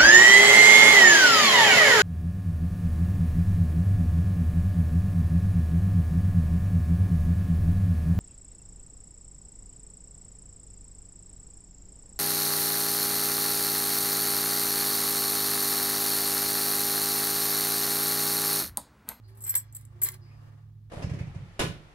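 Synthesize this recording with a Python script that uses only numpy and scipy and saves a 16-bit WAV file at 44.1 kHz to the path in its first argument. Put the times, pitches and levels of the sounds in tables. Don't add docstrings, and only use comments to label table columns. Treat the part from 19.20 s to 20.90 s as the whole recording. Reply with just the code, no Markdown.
import sys
import numpy as np
from scipy import signal
from scipy.fft import rfft, irfft, next_fast_len
from scipy.io import wavfile
from scipy.ndimage import uniform_filter1d

SR = 44100
rng = np.random.default_rng(int(sys.argv[2]) if len(sys.argv) > 2 else 0)


def pcm_store(signal):
    levels = np.round(np.clip(np.atleast_2d(signal), -1, 1) * 32767)
    wavfile.write(sys.argv[1], SR, levels.astype(np.int16).T)


N = 74970

# freq_hz, gain_db
RUMBLE_SPECTRUM = [(20, -23), (38, -1.5), (55, 11.5), (72, 8.5), (95, 9.5), (160, -2.5), (260, -8),
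                   (400, -20.5), (1000, -53)]
HISS_SPECTRUM = [(100, -6.5), (300, 16.5), (600, -11), (1150, -12), (2000, -11.5), (3500, -5.5),
                 (8000, -14), (15500, -10.5)]
# pitch_hz, level_db
HUM_TONES = [(106.7, -49), (86, -64)]
# time_s, pitch_hz, level_db
DRONE_PATH = [(0, 130.1, -72.5), (.6, 135, -55.5), (1.05, 140.7, -54.5), (1.4, 145.2, -55),
              (1.7, 150, -61.5)]
# time_s, pitch_hz, level_db
SWELL_PATHS = [
    [(.04, 367.2, -76.5), (.12, 381, -62.5), (.16, 397.4, -67), (.2, 385, -67), (.265, 383, -66),
     (.29, 396, -98)],
    [(.71, 341, -82), (.765, 357.6, -59.5), (.795, 348, -66.5), (.82, 373.6, -61.5), (.86, 373, -54),
     (.888, 387, -74), (.915, 371.4, -61), (.96, 374, -64), (.995, 373, -80.5), (1.028, 347.3, -63),
     (1.07, 354, -71)],
]
# time_s, level_db
BRUSH_ENVELOPE = [(0, -70), (.25, -59.5), (0.481, -66.5), (.68, -67), (.77, -59.5), (0.983, -63.5),
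                  (1.08, -63), (1.257, -58.5), (1.42, -67), (1.549, -77.5), (1.7, -75.5)]
# freq_hz, gain_db
BRUSH_SPECTRUM = [(150, 8.5), (400, 0), (850, -2.5), (1170, 2), (1450, -5.5), (1750, -4), (2400, -13),
                  (3600, -15.5), (4900, -16), (6000, -19), (8000, -21), (15500, -27.5)]
# freq_hz, level_db, t60_s
TABLE_TOP_MODES = [(550, -6, .06), (710, -5, .05), (860, -2, .05), (1030, -4, .04), (1165, -1, .05),
                   (1420, -7, .03), (1640, -6, .03), (1830, -6, .04), (2270, -10, .03), (2800, -12, .02)]
# start_s, centre_hz, level_db, rise_s, decay_s
RUB_EVENTS = [(0.027, 4500, -69, .03, 0.062), (0.52, 8500, -66, .04, .08), (0.82, 1000, -64, 0.043, 0.055),
              (1.03, 2270, -67, 0.086, 0.043), (1.005, 4890, -68.5, 0.023, 0.12)]
# start_s, level_db, rise_s, decay_s, highpass_hz
PILE_SHIFTS = [(0.08, -67, .0044, 0.031, 910), (.239, -53, 0.039, 0.09, 1100),
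               (.3405, -41.5, 0.0005, 0.0013, 640), (.3515, -41.5, .0015, .006, 830),
               (.354, -45.5, 0.0012, 0.0016, 3150), (.384, -61.5, 0.0067, 0.021, 606),
               (.547, -66, .0021, .08, 615), (0.8178, -45.5, 0.003, 0.004, 435),
               (.825, -44, 0.0468, 0.02, 990), (.856, -47, 0.0061, 0.013, 3880),
               (0.8839, -43, 0.0024, 0.0034, 1114), (.916, -55, 0.031, 0.0087, 1160)]
# freq_hz, gain_db
PILE_SPECTRUM = [(150, -9), (450, 7), (700, -1), (1080, -4.5), (1400, -2.5), (2000, 3.5), (2850, -2),
                 (3500, -5), (5500, -7), (9000, -22.5), (16000, -37.5)]
# freq_hz, level_db, t60_s
PILE_MODES = [(1030, -3, .035), (1165, -4, .035), (1420, -7, .025), (1660, -4, .03), (1830, -3, .03),
              (2060, -3, .03), (2273, -3, .035), (3420, -8, .025), (3750, -6, .025), (4200, -7, .025),
              (4660, -6, .025), (5050, -7, .025), (5595, -10, .025), (6137, -8, .025)]
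# start_s, hoop, contact_db, ring_db, rise_s, decay_s, t60_scale, upper_modes_db
HOOP_STRIKES = [ (0.077, "middle", -64, -72, 0.0071, 0.026, 0.37, 11),
                (.149, "middle", -62, -75, 0.0015, 0.018, 0.34, 0),
                (.172, "middle", -55, -58.5, 0.001476, 0.024, 0.22, 1),
                (.203, "wide", -49, -50.5, 0.0032, 0.036, 0.21, -6),
                (.218, "middle", -56, -41.5, 0.0024, 0.0053, 0.75, 1.5),
                (0.2369, "wide", -44, -39.5, 0.00089, .008, 0.43, -9),
                (0.2369, "middle", -44, -36.5, .002, .012, 1.6, -3.5),
                (0.2654, "middle", -39.5, -33, .0006, 0.014, 2.1, 5.5),
                (.272, "wide", -53, -37.5, 0.0048, 0.0071, 1.7, 3),
                (.281, "middle", -46, -37, 0.0011, 0.0045, 0.81, 15.5),
                (.2928, "wide", -36, -24, .0005, .002, 1.5, 4.5),
                (0.2932, "middle", -55, -27, .002, .009, .65, 5),
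                (0.34, "thin", -38, -48, .001, 0.0026, .2, 6),
                (.352, "middle", -22, -20.5, 0.00096, 0.0048, 0.7, 6),
                (0.3505, "wide", -29.5, -29.5, .001, 0.014, .6, -25),
                (0.364, "middle", -54, -26.5, .003, .006, .8, 3),
                (.380, "wide", -38, -33, 0.0027, .003, 0.64, -9),
                (.398, "middle", -44, -40.5, .0015, 0.003, 0.2, -13),
                (0.5244, "thin", -63, -50.5, 0.00087, 0.0054, 0.24, -2),
                (0.5473, "thin", -42.5, -39, .0015, 0.0096, .5, -2),
                (.565, "middle", -40, -39, 0.0025, 0.0026, 0.13, 1),
                (0.593, "middle", -59, -82, .002, .009, .3, 8),
                (0.61, "thin", -53, -62, 0.00038, .005, 0.15, -9),
                (0.618, "thin", -59.5, -70, 0.0015, .004, 0.22, -15),
                (0.6505, "thin", -53.5, -53.5, .0015, 0.0024, 0.067, -16),
                (0.816, "thin", -32.5, -26, 0.0021, 0.003, 3.6, 4.5),
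                (.823, "thin", -42.5, -30.5, 0.0036, 0.017, 0.74, -2),
                (0.833, "thin", -27.5, -19.5, .0005, 0.0031, 0.98, 5),
                (0.845, "thin", -26, -41, 0.0028, 0.015, .8, -18),
                (0.868, "middle", -36, -48, 0.0016, 0.0068, 0.46, -3.5),
                (0.887, "middle", -28, -36.5, 0.00119, 0.0013, 0.29, 4.5),
                (.918, "thin", -42, -72, 0.0013, .009, .15, 5),
                (.940, "middle", -45.5, -60, .002, 0.0044, .3, 2)]
MODES_BY_HOOP = { "wide": [(4685, -29, .08), (5588, -20, .07), (7582, 0, .065), (7660, -11, .05),
                 (12185, 0, .14)], "middle": [(5610, -26, .06), (8060, 0, .075), (8110, -8, .06),
                 (8280, -15, .04), (12570, -2, .075), (12800, -1, .075), (12875, -6, .06)],
                 "thin": [(7675, 0, .09), (7780, -5, .06), (8075, -9, .05), (8936, -16, .06),
                 (10030, -15, .08), (10600, -15, .08), (11230, -16, .09), (12170, -6, .055),
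                 (12690, -3, .045), (12930, -1, .045), (13020, -1, .045)]}
# freq_hz, gain_db
CONTACT_SPECTRUM = [(300, -46.5), (1500, -24.5), (2900, -21.5), (3500, -21.5), (6400, -17), (7200, -5),
                    (8300, -10), (9200, -2.5), (10400, 4), (11400, 0.5), (13000, -4.5), (14300, -3),
                    (15600, -3.5)]
GRIP_TIMES_S = [.31, .405, .66, .89, .96]
# freq_hz, lag_rad
LEFT_LAG = [(0, 0), (1000, .8), (2000, 1.5), (4000, 1.9), (8000, 2.17), (16000, 2.2)]

LOW_PAN_DB, METAL_PAN_DB = -3, .4
BOX_WIDTH, METAL_WIDTH = .7, .14
ROOM_DB, ROOM_DELAY_S, ROOM_T60_S = -14.5, .0089, .12
BRUSH_RIPPLE_DB, RUB_BAND_HZ = 1.5, 550
MODE_SPREAD_DB, RING_ONSET_S = 2, .0005
UPPER_MODES_HZ, GRIP_T60_S = 10000, .1
TOP_HZ = 15750


def undb(db):
    return 10 ** (np.asarray(db) / 20)


def level(x, db):
    return x * undb(db) / np.sqrt(np.mean(x ** 2))


def burst(x, db, window_s=.006):
    power = uniform_filter1d(x ** 2, int(window_s * SR), mode="constant")
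    return x * undb(db) / np.sqrt(power.max())


def colour(x, spectrum):
    hz, db = np.array(spectrum, float).T
    size = next_fast_len(2 * x.shape[-1])
    size += size % 2
    bins_hz = np.maximum(np.arange(size // 2 + 1) * SR / size, 1)
    gain = undb(np.interp(np.log(bins_hz), np.log(hz), db))
    cepstrum = irfft(np.log(gain))
    cepstrum[1:size // 2] *= 2
    cepstrum[size // 2 + 1:] = 0
    return irfft(rfft(x, size) * np.exp(rfft(cepstrum)))[..., :x.shape[-1]]


def add(out, start_s, x):
    i = max(int(start_s * SR), 0)
    out[..., i:i + x.shape[-1]] += x[..., :N - i]


def pan(db):
    return undb(np.array([[db], [-db]]) / 2)


def spread(mid, side, width):
    return mid + width * side * np.array([[1], [-1]])


def fade(t, t60_s):
    return np.exp(-np.log(1000) * t / t60_s)


def swell(t, rise_s, decay_s):
    return np.minimum(t / rise_s, 1) * np.exp(-np.maximum(t - rise_s, 0) / decay_s)


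def stereo_noise(spectrum, width, db):
    mid, side = colour(rng.standard_normal((2, N)), spectrum)
    return level(spread(mid, side, width), db)


def glide(path):
    t = np.arange(N) / SR
    time_s, hz, db = np.array(path).T
    phase = 2 * np.pi * np.cumsum(np.interp(t, time_s, hz)) / SR
    return np.sqrt(2) * np.sin(phase) * undb(np.interp(t, time_s, db))


def grains(size, rate_per_s, spread_db):
    hit = rng.random(size) < rate_per_s / SR
    sign = rng.choice([-1, 1], size)
    strength_db = spread_db * np.clip(rng.standard_normal(size), -2, 2)
    return hit * sign * undb(strength_db)


def ring(force, modes, detune_share=.0008):
    out, t = 0, np.arange(len(force)) / SR
    onset = 1 - np.exp(-t / RING_ONSET_S)
    for hz, db, t60_s in modes:
        level_draw, pitch_draw = rng.standard_normal(2)
        tuned_hz = hz * (1 + detune_share * pitch_draw)
        mode = np.sin(2 * np.pi * tuned_hz * t) * fade(t, t60_s) * onset
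        driven = signal.fftconvolve(force, mode)[:len(t)]
        out = out + burst(driven, db + MODE_SPREAD_DB * level_draw)
    return out


def box_reflections(x, width, delay_s=.001, decay_s=.005):
    t = np.arange(int(.02 * SR)) / SR
    impulse = rng.standard_normal(len(t)) * np.exp(-t / decay_s) * (t > delay_s)
    reflected = signal.fftconvolve(x, impulse / np.linalg.norm(impulse))[:N]
    left, right = spread(x, reflected, width)
    lag_rad = np.interp(np.fft.rfftfreq(N, 1 / SR), *np.array(LEFT_LAG).T)
    return np.array([irfft(rfft(left) * np.exp(-1j * lag_rad), N), right])


def room_reverb(x):
    t = np.arange(N // 4) / SR
    impulse = rng.standard_normal((2, len(t))) * fade(t, ROOM_T60_S) * (t > ROOM_DELAY_S)
    tail = signal.fftconvolve(x, impulse / np.linalg.norm(impulse[0]), axes=1)[:, :N]
    return x + undb(ROOM_DB) * tail


def room_noise():
    rumble = stereo_noise(RUMBLE_SPECTRUM, width=.1, db=-58)
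    hiss = stereo_noise(HISS_SPECTRUM, width=.96, db=-76)
    return rumble * pan(LOW_PAN_DB) + hiss


def room_hum():
    t = np.arange(N) / SR
    steady = sum(np.sqrt(2) * undb(db) * np.sin(2 * np.pi * (hz * t + rng.random()))
                 for hz, db in HUM_TONES)
    swells = sum(glide(path) * (t > path[0][0]) * (t < path[-1][0]) for path in SWELL_PATHS)
    return (steady + glide(DRONE_PATH)) * pan(LOW_PAN_DB) + swells


def rubs():
    out, t = np.zeros(N), np.arange(N // 3) / SR
    for start_s, centre_hz, db, rise_s, decay_s in RUB_EVENTS:
        edges_hz = [centre_hz - RUB_BAND_HZ / 2, centre_hz + RUB_BAND_HZ / 2]
        bandpass = signal.butter(2, edges_hz, "band", fs=SR, output="sos")
        friction = signal.sosfilt(bandpass, rng.standard_normal(len(t)))
        add(out, start_s, level(friction, db) * swell(t, rise_s, decay_s))
    return box_reflections(out, BOX_WIDTH)


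def hand_brush():
    friction = stereo_noise(BRUSH_SPECTRUM, width=1, db=0)
    wood = np.array([ring(force, TABLE_TOP_MODES) for force in rng.standard_normal((2, N))])
    ripple_db = BRUSH_RIPPLE_DB * signal.resample(rng.standard_normal(120), N)
    envelope_db = np.interp(np.arange(N) / SR, *np.array(BRUSH_ENVELOPE).T)
    return level(friction + level(wood, db=-6.5), db=0) * undb(envelope_db + ripple_db)


def jewelry_pile():
    out, t = np.zeros(N), np.arange(N // 5) / SR
    for start_s, db, rise_s, decay_s, highpass_hz in PILE_SHIFTS:
        force = grains(len(t), rate_per_s=1500, spread_db=6) * swell(t, rise_s, decay_s)
        highpass = signal.butter(2, highpass_hz, "high", fs=SR, output="sos")
        force = signal.sosfilt(highpass, force)
        rattle = burst(colour(force, PILE_SPECTRUM), db=0)
        ringing = ring(force, PILE_MODES, detune_share=.018)
        add(out, start_s, burst(rattle + burst(ringing, db=-2), db))
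    return box_reflections(out, BOX_WIDTH)


def finger_damping(start_s, t):
    grip_s = min(time_s for time_s in GRIP_TIMES_S if time_s > start_s)
    return fade(np.maximum(start_s + t - grip_s, 0), GRIP_T60_S)


def hoops():
    out, t = np.zeros(N), np.arange(N // 6) / SR
    for start_s, hoop, contact_db, ring_db, rise_s, decay_s, t60_scale, upper_db in HOOP_STRIKES:
        force = grains(len(t), rate_per_s=3400, spread_db=3.5) * swell(t, rise_s, decay_s)
        force[int(rise_s * SR)] = .2 * np.linalg.norm(force)
        modes = [(hz, db + upper_db * (hz > UPPER_MODES_HZ), t60_s * t60_scale)
                 for hz, db, t60_s in MODES_BY_HOOP[hoop]]
        crackle = burst(colour(force, CONTACT_SPECTRUM), contact_db)
        ringing = burst(ring(force, modes), ring_db) * finger_damping(start_s, t)
        add(out, start_s, crackle + ringing)
    return box_reflections(out, METAL_WIDTH) * pan(METAL_PAN_DB)


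def scene():
    return room_reverb(hoops() + jewelry_pile()) + hand_brush() + rubs() + room_hum() + room_noise()


def record(dry):
    return signal.sosfilt(signal.ellip(10, .2, 70, TOP_HZ, fs=SR, output="sos"), dry)


dry = scene()
out = record(dry)
pcm_store(out)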